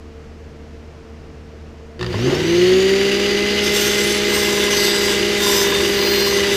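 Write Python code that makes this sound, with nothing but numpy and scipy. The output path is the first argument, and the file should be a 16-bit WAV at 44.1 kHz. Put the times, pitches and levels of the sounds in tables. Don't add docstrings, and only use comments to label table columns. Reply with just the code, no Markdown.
import sys
import numpy as np
from scipy import signal
from scipy.fft import rfft, irfft
from scipy.io import wavfile
from scipy.ndimage import map_coordinates

SR = 44100
rng = np.random.default_rng(int(sys.argv[2]) if len(sys.argv) > 2 else 0)


def wrap_up_sound(samples):
    columns = np.atleast_2d(samples).T
    tamed = np.clip(columns, -1, 1)
    steps = np.round(tamed * 32767).astype(np.int16)
    wavfile.write(sys.argv[1], SR, steps)


N = 289296
TIME = np.arange(N) / SR
MAINS_HZ = 60
CUTOFF_HZ = 15300
SWITCH_ON_S = 1.98

# (speed gained/turns per s, time constant/s)
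RUN_UP = [(77.1, .1425), (130.75, .4125)]
# (t/s, speed lost/turns per s)
LOAD = [(3.55, 0), (3.87, 2.1), (4.15, 2.0), (4.4, 2.7), (4.92, 4.7), (5.17, 5.4), (5.39, 3.9), (5.62, 8.4),
        (5.8, 6.6), (5.95, 7.1), (6.08, 6.7), (6.3, 7.7), (6.56, 7.9)]

# (multiple of shaft speed, multiple of mains added, level/dB)
UNBALANCE_TONES = [(1, 0, -18.5), (2, 0, -16), (3, 0, -19.5), (4, 0, -24.5), (5, 0, -34), (6, 0, -30),
                   (1, -1, -35), (1, 1, -30.5), (1, 2, -33), (2, -2, -28.5), (2, -1, -36.5), (2, 1, -26.5)]
# (f/Hz, gain/dB)
BASE_RESPONSE = [(60, -1), (100, 2.5), (120, 1.5), (138, -6.5), (185, -7.5), (205, -9), (255, -3.5),
                 (295, -19.5), (335, 2), (365, 6), (390, 0), (408, -6.5), (500, -11.5), (610, -15.5),
                 (700, -19), (820, -15)]
# (multiple of shaft speed, level/dB)
WHINE_TONES = [(10, -31.5), (20, -36), (24, -37), (36, -41), (48, -42)]
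# (f/Hz, gain/dB)
SHELL_RESPONSE = [(1400, -14), (1800, -12), (1950, -6), (2050, 1), (2300, -32), (3900, -10), (4300, 2),
                  (4600, 0), (4800, 2), (4950, -2), (5700, -1), (6100, 4), (6600, -2), (7050, -3.5),
                  (7350, -13), (7700, -8), (9000, -18)]
SHAFT_JITTER_TURNS = .0033
STEADYING_DB = -.5

# (multiple of mains, level/dB)
BUZZ_PARTIALS = [(1, -19), (2, -11), (3, -15), (6, -14)]
BUZZ_DB, BUZZ_POWER, BUZZ_ATTACK_S = -14, 1.12, 0.057
BUZZ_LOAD_DB = -49.5

# (f/Hz, density/dB)
BRUSH_COLOUR = [(500, -14), (750, -13), (1100, -8), (1600, -1.5), (2150, 1.5), (2520, 0), (3050, 0),
                (3300, -2), (3800, 0), (4100, -5), (4700, 0.5), (5300, -8.5), (6200, -6.5), (8000, -19),
                (10000, -22.5), (15000, -26)]
# (f/Hz, width/Hz, level/dB)
BRUSH_MODES = [(1988, 120, -15), (2890, 210, -10)]
BRUSH_STALL_DB, BRUSH_DB, BRUSH_POWER = -44, -23, 1.93
BRUSH_FLUTTER_DB = 3

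# (f/Hz, density/dB)
RUMBLE_COLOUR = [(25, -22), (60, -13), (135, -15), (190, -12.5), (240, -8), (310, -9), (350, 3), (375, 4.5),
                 (430, -10), (485, -2), (560, -15), (800, -18.5), (1800, -24)]
RUMBLE_DB, RUMBLE_POWER, RUMBLE_LOAD_DB = -28, 0.2, 0.2
ROCKING_HZ, ROCKING_WIDTH_HZ, ROCKING_DB = 143.5, 14.4, 11.5

# (t/s, level/dB)
CLICKS = [(1.993, -28), (2.011, -18), (2.027, -14.5), (2.044, -20), (2.063, -18), (2.112, -25),
          (2.128, -19.5)]
# (f/Hz, width/Hz, level/dB)
CLICK_MODES = [(1110, 320, -0.5), (1830, 100, 5), (2720, 360, 0.5), (3730, 290, -0.5), (4700, 360, -0.5)]
# (t/s, level/dB)
KNOCKS = [(2.141, -8.5), (2.19, -15), (2.318, -18)]
# (f/Hz, width/Hz, level/dB)
KNOCK_MODES = [(470, 63, 1), (650, 82, 3), (905, 120, -6), (1054, 36, -2), (1800, 160, -2)]

# (start t/s, rise/s, length/s, bite level/dB)
STROKES = [(3.621, .026, .049, -38.5), (3.716, .048, 0.16, -34.5), (3.863, .049, 0.21, -40),
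           (4.037, .079, 0.086, -39), (4.263, 0.094, 0.14, -37), (4.397, .03, 0.25, -39),
           (4.684, 0.044, 0.22, -37), (4.9, 0.071, 0.24, -39.5), (5.319, 0.17, 0.31, -33),
           (5.71, .04, 0.25, -43.5), (5.903, 0.22, 0.48, -43.5), (6.48, .075, .1, -38.5)]
RELEASE_S, RESTING_DB = 0.039, -44.5
# (f/Hz, density/dB)
RASP_COLOUR = [(900, -30), (1500, 4.5), (2600, -23), (3550, 9), (4200, -2.5), (4900, 1), (5550, 4),
               (6250, 5), (6800, -9), (7300, -0.5), (8600, -8.5), (11000, -37)]
# (f/Hz, density/dB)
GRIT_COLOUR = [(5000, -2), (6850, 5), (8200, 3.5), (9100, 5), (9700, 6.5), (10700, -1), (11700, 6.5),
               (12300, 4), (13100, -1), (14000, 5), (15400, -5)]
# (middle t/s, length/s, f/Hz, level/dB)
WOOD_RINGS = [(3.67, 0.08, 5000, -26), (3.83, .12, 13800, -40), (4.03, 0.2, 7700, -39),
              (4.09, 0.15, 9830, -38), (4.4, .18, 13650, -41), (4.36, .09, 8500, -38),
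              (4.75, 0.078, 6150, -27), (4.83, 0.19, 4400, -30), (4.85, 0.2, 8000, -37),
              (4.84, 0.15, 12000, -40), (5.08, .17, 7650, -43), (5.6, .22, 14000, -38.5),
              (5.57, .1, 5100, -29), (5.53, .15, 7400, -32), (5.55, 0.1, 12850, -32),
              (6.16, 0.37, 12160, -40.5), (6.13, 0.24, 14600, -36.5)]
RING_WIDTH_SHARE = .075
SNAGS_PER_S = 65

# (start t/s, length/s, first rate/hops per s, last rate/hops per s, level/dB)
BOUTS = [(4.316, 0.8, 19.1, 21.4, -26), (5.399, 0.28, 31, 37, -24), (5.719, 0.92, 24.4, 16.4, -27)]
# (f/Hz, width/Hz, level/dB)
SPOON_MODES = [(375, 17, -42), (886, 91, -4), (1090, 126, -3.5), (1500, 37, -26), (1690, 43, 2)]
HOP_DECAY, RATTLE_SHARE, BOUT_RELEASE_S = 0.27, 0.077, 0.062

# (middle t/s, length/s, multiple of shaft speed, level/dB)
SQUEALS = [(2.356, .02, 36, -32), (3.86, .13, 31, -32), (4.45, .14, 17, -31), (4.65, .9, 8, -38),
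           (4.827, .12, 23, -31), (4.93, .42, 24, -27), (4.86, .2, 18, -31), (5.53, .2, 5, -33.5),
           (5.5, .12, 24, -27), (5.58, .1, 25, -28), (5.64, .36, 18, -28.5), (6.15, .56, 24, -27.7),
           (6.17, .29, 21, -25.5), (6.36, .14, 31, -33)]

# (f/Hz, level/dB)
HUM = [(75.4, -40.5), (150.7, -54.5), (226.1, -50), (301.5, -62), (452.2, -47.5), (678.3, -60)]
# (f/Hz, density/dB)
ROOM_COLOUR = [(12, -36), (20, -2.5), (49, -12.5), (80, -1.5), (97, -11.5), (155, -8), (183, -13.5),
               (229, -9.5), (398, -12), (457, -11.5), (555, -17.5), (603, -16), (774, -22), (1300, -24.5),
               (2000, -27), (2800, -29.5), (3600, -35), (5100, -35), (6600, -39.5), (9000, -50),
               (15000, -59)]
ROOM_DB = -41


def shaft_speed(load):
    age = np.maximum(TIME - SWITCH_ON_S, 0)
    return sum(gain * (1 - np.exp(-age / lag_s)) for gain, lag_s in RUN_UP) - load


def rotor(speed, spin, turns, load):
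    late_speed = np.interp(TIME - .025, TIME, speed)
    low = 0
    for multiple, side, db in UNBALANCE_TONES:
        side_hz = side * MAINS_HZ
        steadying_db = (multiple == 1) * STEADYING_DB * load
        gain = from_db(db + .5 * drift(15) + steadying_db) * spin ** (0.43 * multiple)
        passed_on = response(BASE_RESPONSE, multiple * late_speed + side_hz)
        low = low + gain * passed_on * tone(multiple * turns + side_hz * TIME)
    jitter = SHAFT_JITTER_TURNS * drift(29)
    high = 0
    for multiple, db in WHINE_TONES:
        gain = from_db(db + 2.15 * drift(9.4)) * response(SHELL_RESPONSE, multiple * speed)
        high = high + gain * tone(multiple * (turns + jitter))
    high = high * from_db(1.3 * drift(56))
    onset = np.clip(speed / 115, 0, 1) ** 4
    return onset * (low + high * throb(MAINS_HZ * TIME, depth=0.054))


def windings(spin, load):
    build_up = np.clip((TIME - SWITCH_ON_S) / BUZZ_ATTACK_S, 0, 1)
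    inrush = build_up * np.maximum(1 - spin, 0) ** BUZZ_POWER
    buzz = sum(from_db(db + 0.5 * drift(22)) * tone(k * MAINS_HZ * TIME) for k, db in BUZZ_PARTIALS)
    return (from_db(BUZZ_DB) * inrush + from_db(BUZZ_LOAD_DB) * load) * buzz


def brushes(spin, turns):
    sparks = noise() * from_db(1.5 * drift(1400) + 0.96 * drift(62))
    sparks = sparks * throb(3 * turns, depth=0.15) * throb(MAINS_HZ * TIME, depth=0.033)
    rings = 0
    for hz, width_hz, db in BRUSH_MODES:
        flutter = from_db(db + BRUSH_FLUTTER_DB * drift(35))
        rings = rings + flutter * rms_one(resonance(sparks, hz, width_hz))
    gain = np.hypot(from_db(BRUSH_STALL_DB), from_db(BRUSH_DB) * spin ** BRUSH_POWER)
    running = TIME > CLICKS[0][0]
    return gain * running * (coloured(sparks, BRUSH_COLOUR) + rings)


def housing(speed, spin, load):
    rocking_db = ROCKING_DB / (1 + ((speed - ROCKING_HZ) / ROCKING_WIDTH_HZ) ** 2)
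    gain = from_db(RUMBLE_DB + rocking_db + RUMBLE_LOAD_DB * load) * spin ** RUMBLE_POWER
    running = TIME > CLICKS[0][0]
    return gain * running * coloured(noise(), RUMBLE_COLOUR)


def clicks():
    contacts = softened(blows(CLICKS, chatter=0.21, decay_s=0.0054), cut_hz=8200)
    thuds = softened(blows(KNOCKS, chatter=0.042, decay_s=0.01), cut_hz=1700)
    return from_db(17.5) * body(contacts, CLICK_MODES) + from_db(29.0) * body(thuds, KNOCK_MODES)


def sanding(turns):
    contact = throb(turns, depth=0.24) * throb(2 * turns, depth=0.13)
    snags = rms_one((rng.random(N) < SNAGS_PER_S / SR) * rng.uniform(.5, 1, N))
    scrape = contact * grit_track(turns, memory_turns=43, loose=0.89) + 0.2 * snags
    grit = contact * grit_track(turns, memory_turns=10, loose=0.5)
    grit = grit * from_db(1.5 * drift(1500)) + 0.25 * snags
    bite = from_db(RESTING_DB) * (TIME > STROKES[0][0])
    for start_s, rise_s, length_s, db in STROKES:
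        bite = np.hypot(bite, from_db(db) * swell(start_s, rise_s, length_s, RELEASE_S))
    rings = 0
    for middle_s, length_s, hz, db in WOOD_RINGS:
        width_hz = hz * RING_WIDTH_SHARE
        ring = resonance(resonance(grit, hz, width_hz), hz, width_hz)
        rings = rings + from_db(db) * arch(middle_s, length_s) * rms_one(ring)
    rasp = from_db(5.5) * bite ** 0.84 * coloured(scrape, RASP_COLOUR)
    hiss = from_db(3.5) * bite * coloured(grit, GRIT_COLOUR)
    return (rasp + rings + hiss) * from_db(1.06 * drift(60))


def grit_track(turns, memory_turns, loose, size=220):
    shape = (int(turns[-1]) + 2, size)
    keep = np.exp(-1 / memory_turns)
    ring = signal.lfilter([1], [1, -keep], rng.standard_normal(shape), axis=0)
    passing = rms_one(map_coordinates(ring.ravel(), [turns * size], order=3))
    return passing + loose * noise()


def bouncing(turns):
    landings = 0
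    for start_s, length_s, first_rate, last_rate, db in BOUTS:
        rate = np.interp(TIME, [start_s, start_s + length_s], [first_rate, last_rate])
        rate = rate * from_db(0.17 * drift(3.8))
        hops = np.cumsum(rate * (TIME > start_s)) / SR
        scuffs = RATTLE_SHARE + np.exp(-(hops % 1) / HOP_DECAY)
        bout = swell(start_s, 0.0054, length_s, BOUT_RELEASE_S)
        landings = landings + from_db(db) * bout * scuffs
    scuffed_grit = landings * grit_track(turns, memory_turns=2.5, loose=1.0)
    return from_db(17.5) * body(scuffed_grit, SPOON_MODES)


def squeal(turns):
    out = np.zeros(N)
    for middle_s, length_s, multiple, db in SQUEALS:
        line = from_db(2.3 * drift(35)) * tone(multiple * turns + .06 * drift(22))
        out += from_db(db) * arch(middle_s, length_s) * line
    return out


def workshop():
    hum = 0
    for hz, db in HUM:
        hum = hum + from_db(db + 2.8 * drift(33)) * tone(hz * TIME + 0.0092 * drift(3.6))
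    return hum + from_db(ROOM_DB) * coloured(noise(), ROOM_COLOUR)


def blows(rows, chatter, decay_s):
    out = np.zeros(N)
    for start_s, db in rows:
        age = np.maximum(TIME - start_s, 0)
        out += from_db(db) * chatter * noise() * (age > 0) * np.exp(-age / decay_s)
        out[int(start_s * SR)] += from_db(db)
    return out


def softened(x, cut_hz):
    return signal.sosfilt(signal.butter(2, cut_hz, fs=SR, output="sos"), x + 1e-18)


def body(x, modes):
    out = 0
    for k, (hz, width_hz, db) in enumerate(modes):
        out = out + (-1) ** k * from_db(db) * resonance(x, hz, width_hz)
    return out


def resonance(x, hz, width_hz):
    r = np.exp(-np.pi * width_hz / SR)
    feed = np.array([1, 0, -1]) * (1 - r * r) / 2
    feedback = [1, -2 * r * np.cos(2 * np.pi * hz / SR), r * r]
    return signal.lfilter(feed, feedback, x + 1e-18)


def swell(start_s, rise_s, length_s, release_s):
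    age = TIME - start_s
    rise = np.sin(np.pi / 2 * np.clip(age / rise_s, 0, 1)) ** 2
    return rise * np.exp(-np.maximum(age - length_s, 0) / release_s)


def arch(middle_s, length_s):
    return np.exp(-np.abs(2 * (TIME - middle_s) / length_s) ** 3 / 2)


def throb(cycles, depth):
    return rms_one(np.exp(depth * np.cos(2 * np.pi * cycles)))


def tone(cycles):
    return np.sqrt(2) * np.sin(2 * np.pi * (cycles + rng.random()))


def noise():
    return rng.standard_normal(N)


def drift(rate_hz):
    hz = np.arange(N // 2 + 1) * SR / N
    return rms_one(irfft(rfft(noise()) / (1 + (hz / rate_hz) ** 2), N))


def coloured(x, points):
    hz = np.maximum(np.arange(N // 2 + 1) * SR / N, 1)
    skirts = np.minimum(1, np.minimum(hz / points[0][0], points[-1][0] / hz)) ** 3
    return rms_one(irfft(rfft(x) * response(points, hz) * skirts, N))


def response(points, hz):
    points = np.array(points)
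    return from_db(np.interp(np.log(np.maximum(hz, 1)), np.log(points[:, 0]), points[:, 1]))


def in_time(rows):
    return np.interp(TIME, *np.transpose(rows))


def rms_one(x):
    return x / np.sqrt(np.mean(x ** 2) + 1e-20)


def from_db(db):
    return 10 ** (np.asarray(db) / 20)


def scene():
    load = in_time(LOAD)
    speed = shaft_speed(load)
    spin = speed / sum(gain for gain, _ in RUN_UP)
    turns = np.cumsum(speed) / SR
    motor = rotor(speed, spin, turns, load) + windings(spin, load) + brushes(spin, turns)
    motor = motor + housing(speed, spin, load) + clicks()
    spoon = sanding(turns) + bouncing(turns) + squeal(turns)
    return np.tile(motor + spoon + workshop(), (2, 1))


def record(dry):
    return signal.sosfilt(signal.ellip(12, .1, 80, CUTOFF_HZ, fs=SR, output="sos"), dry)


dry = scene()
out = record(dry)
wrap_up_sound(out)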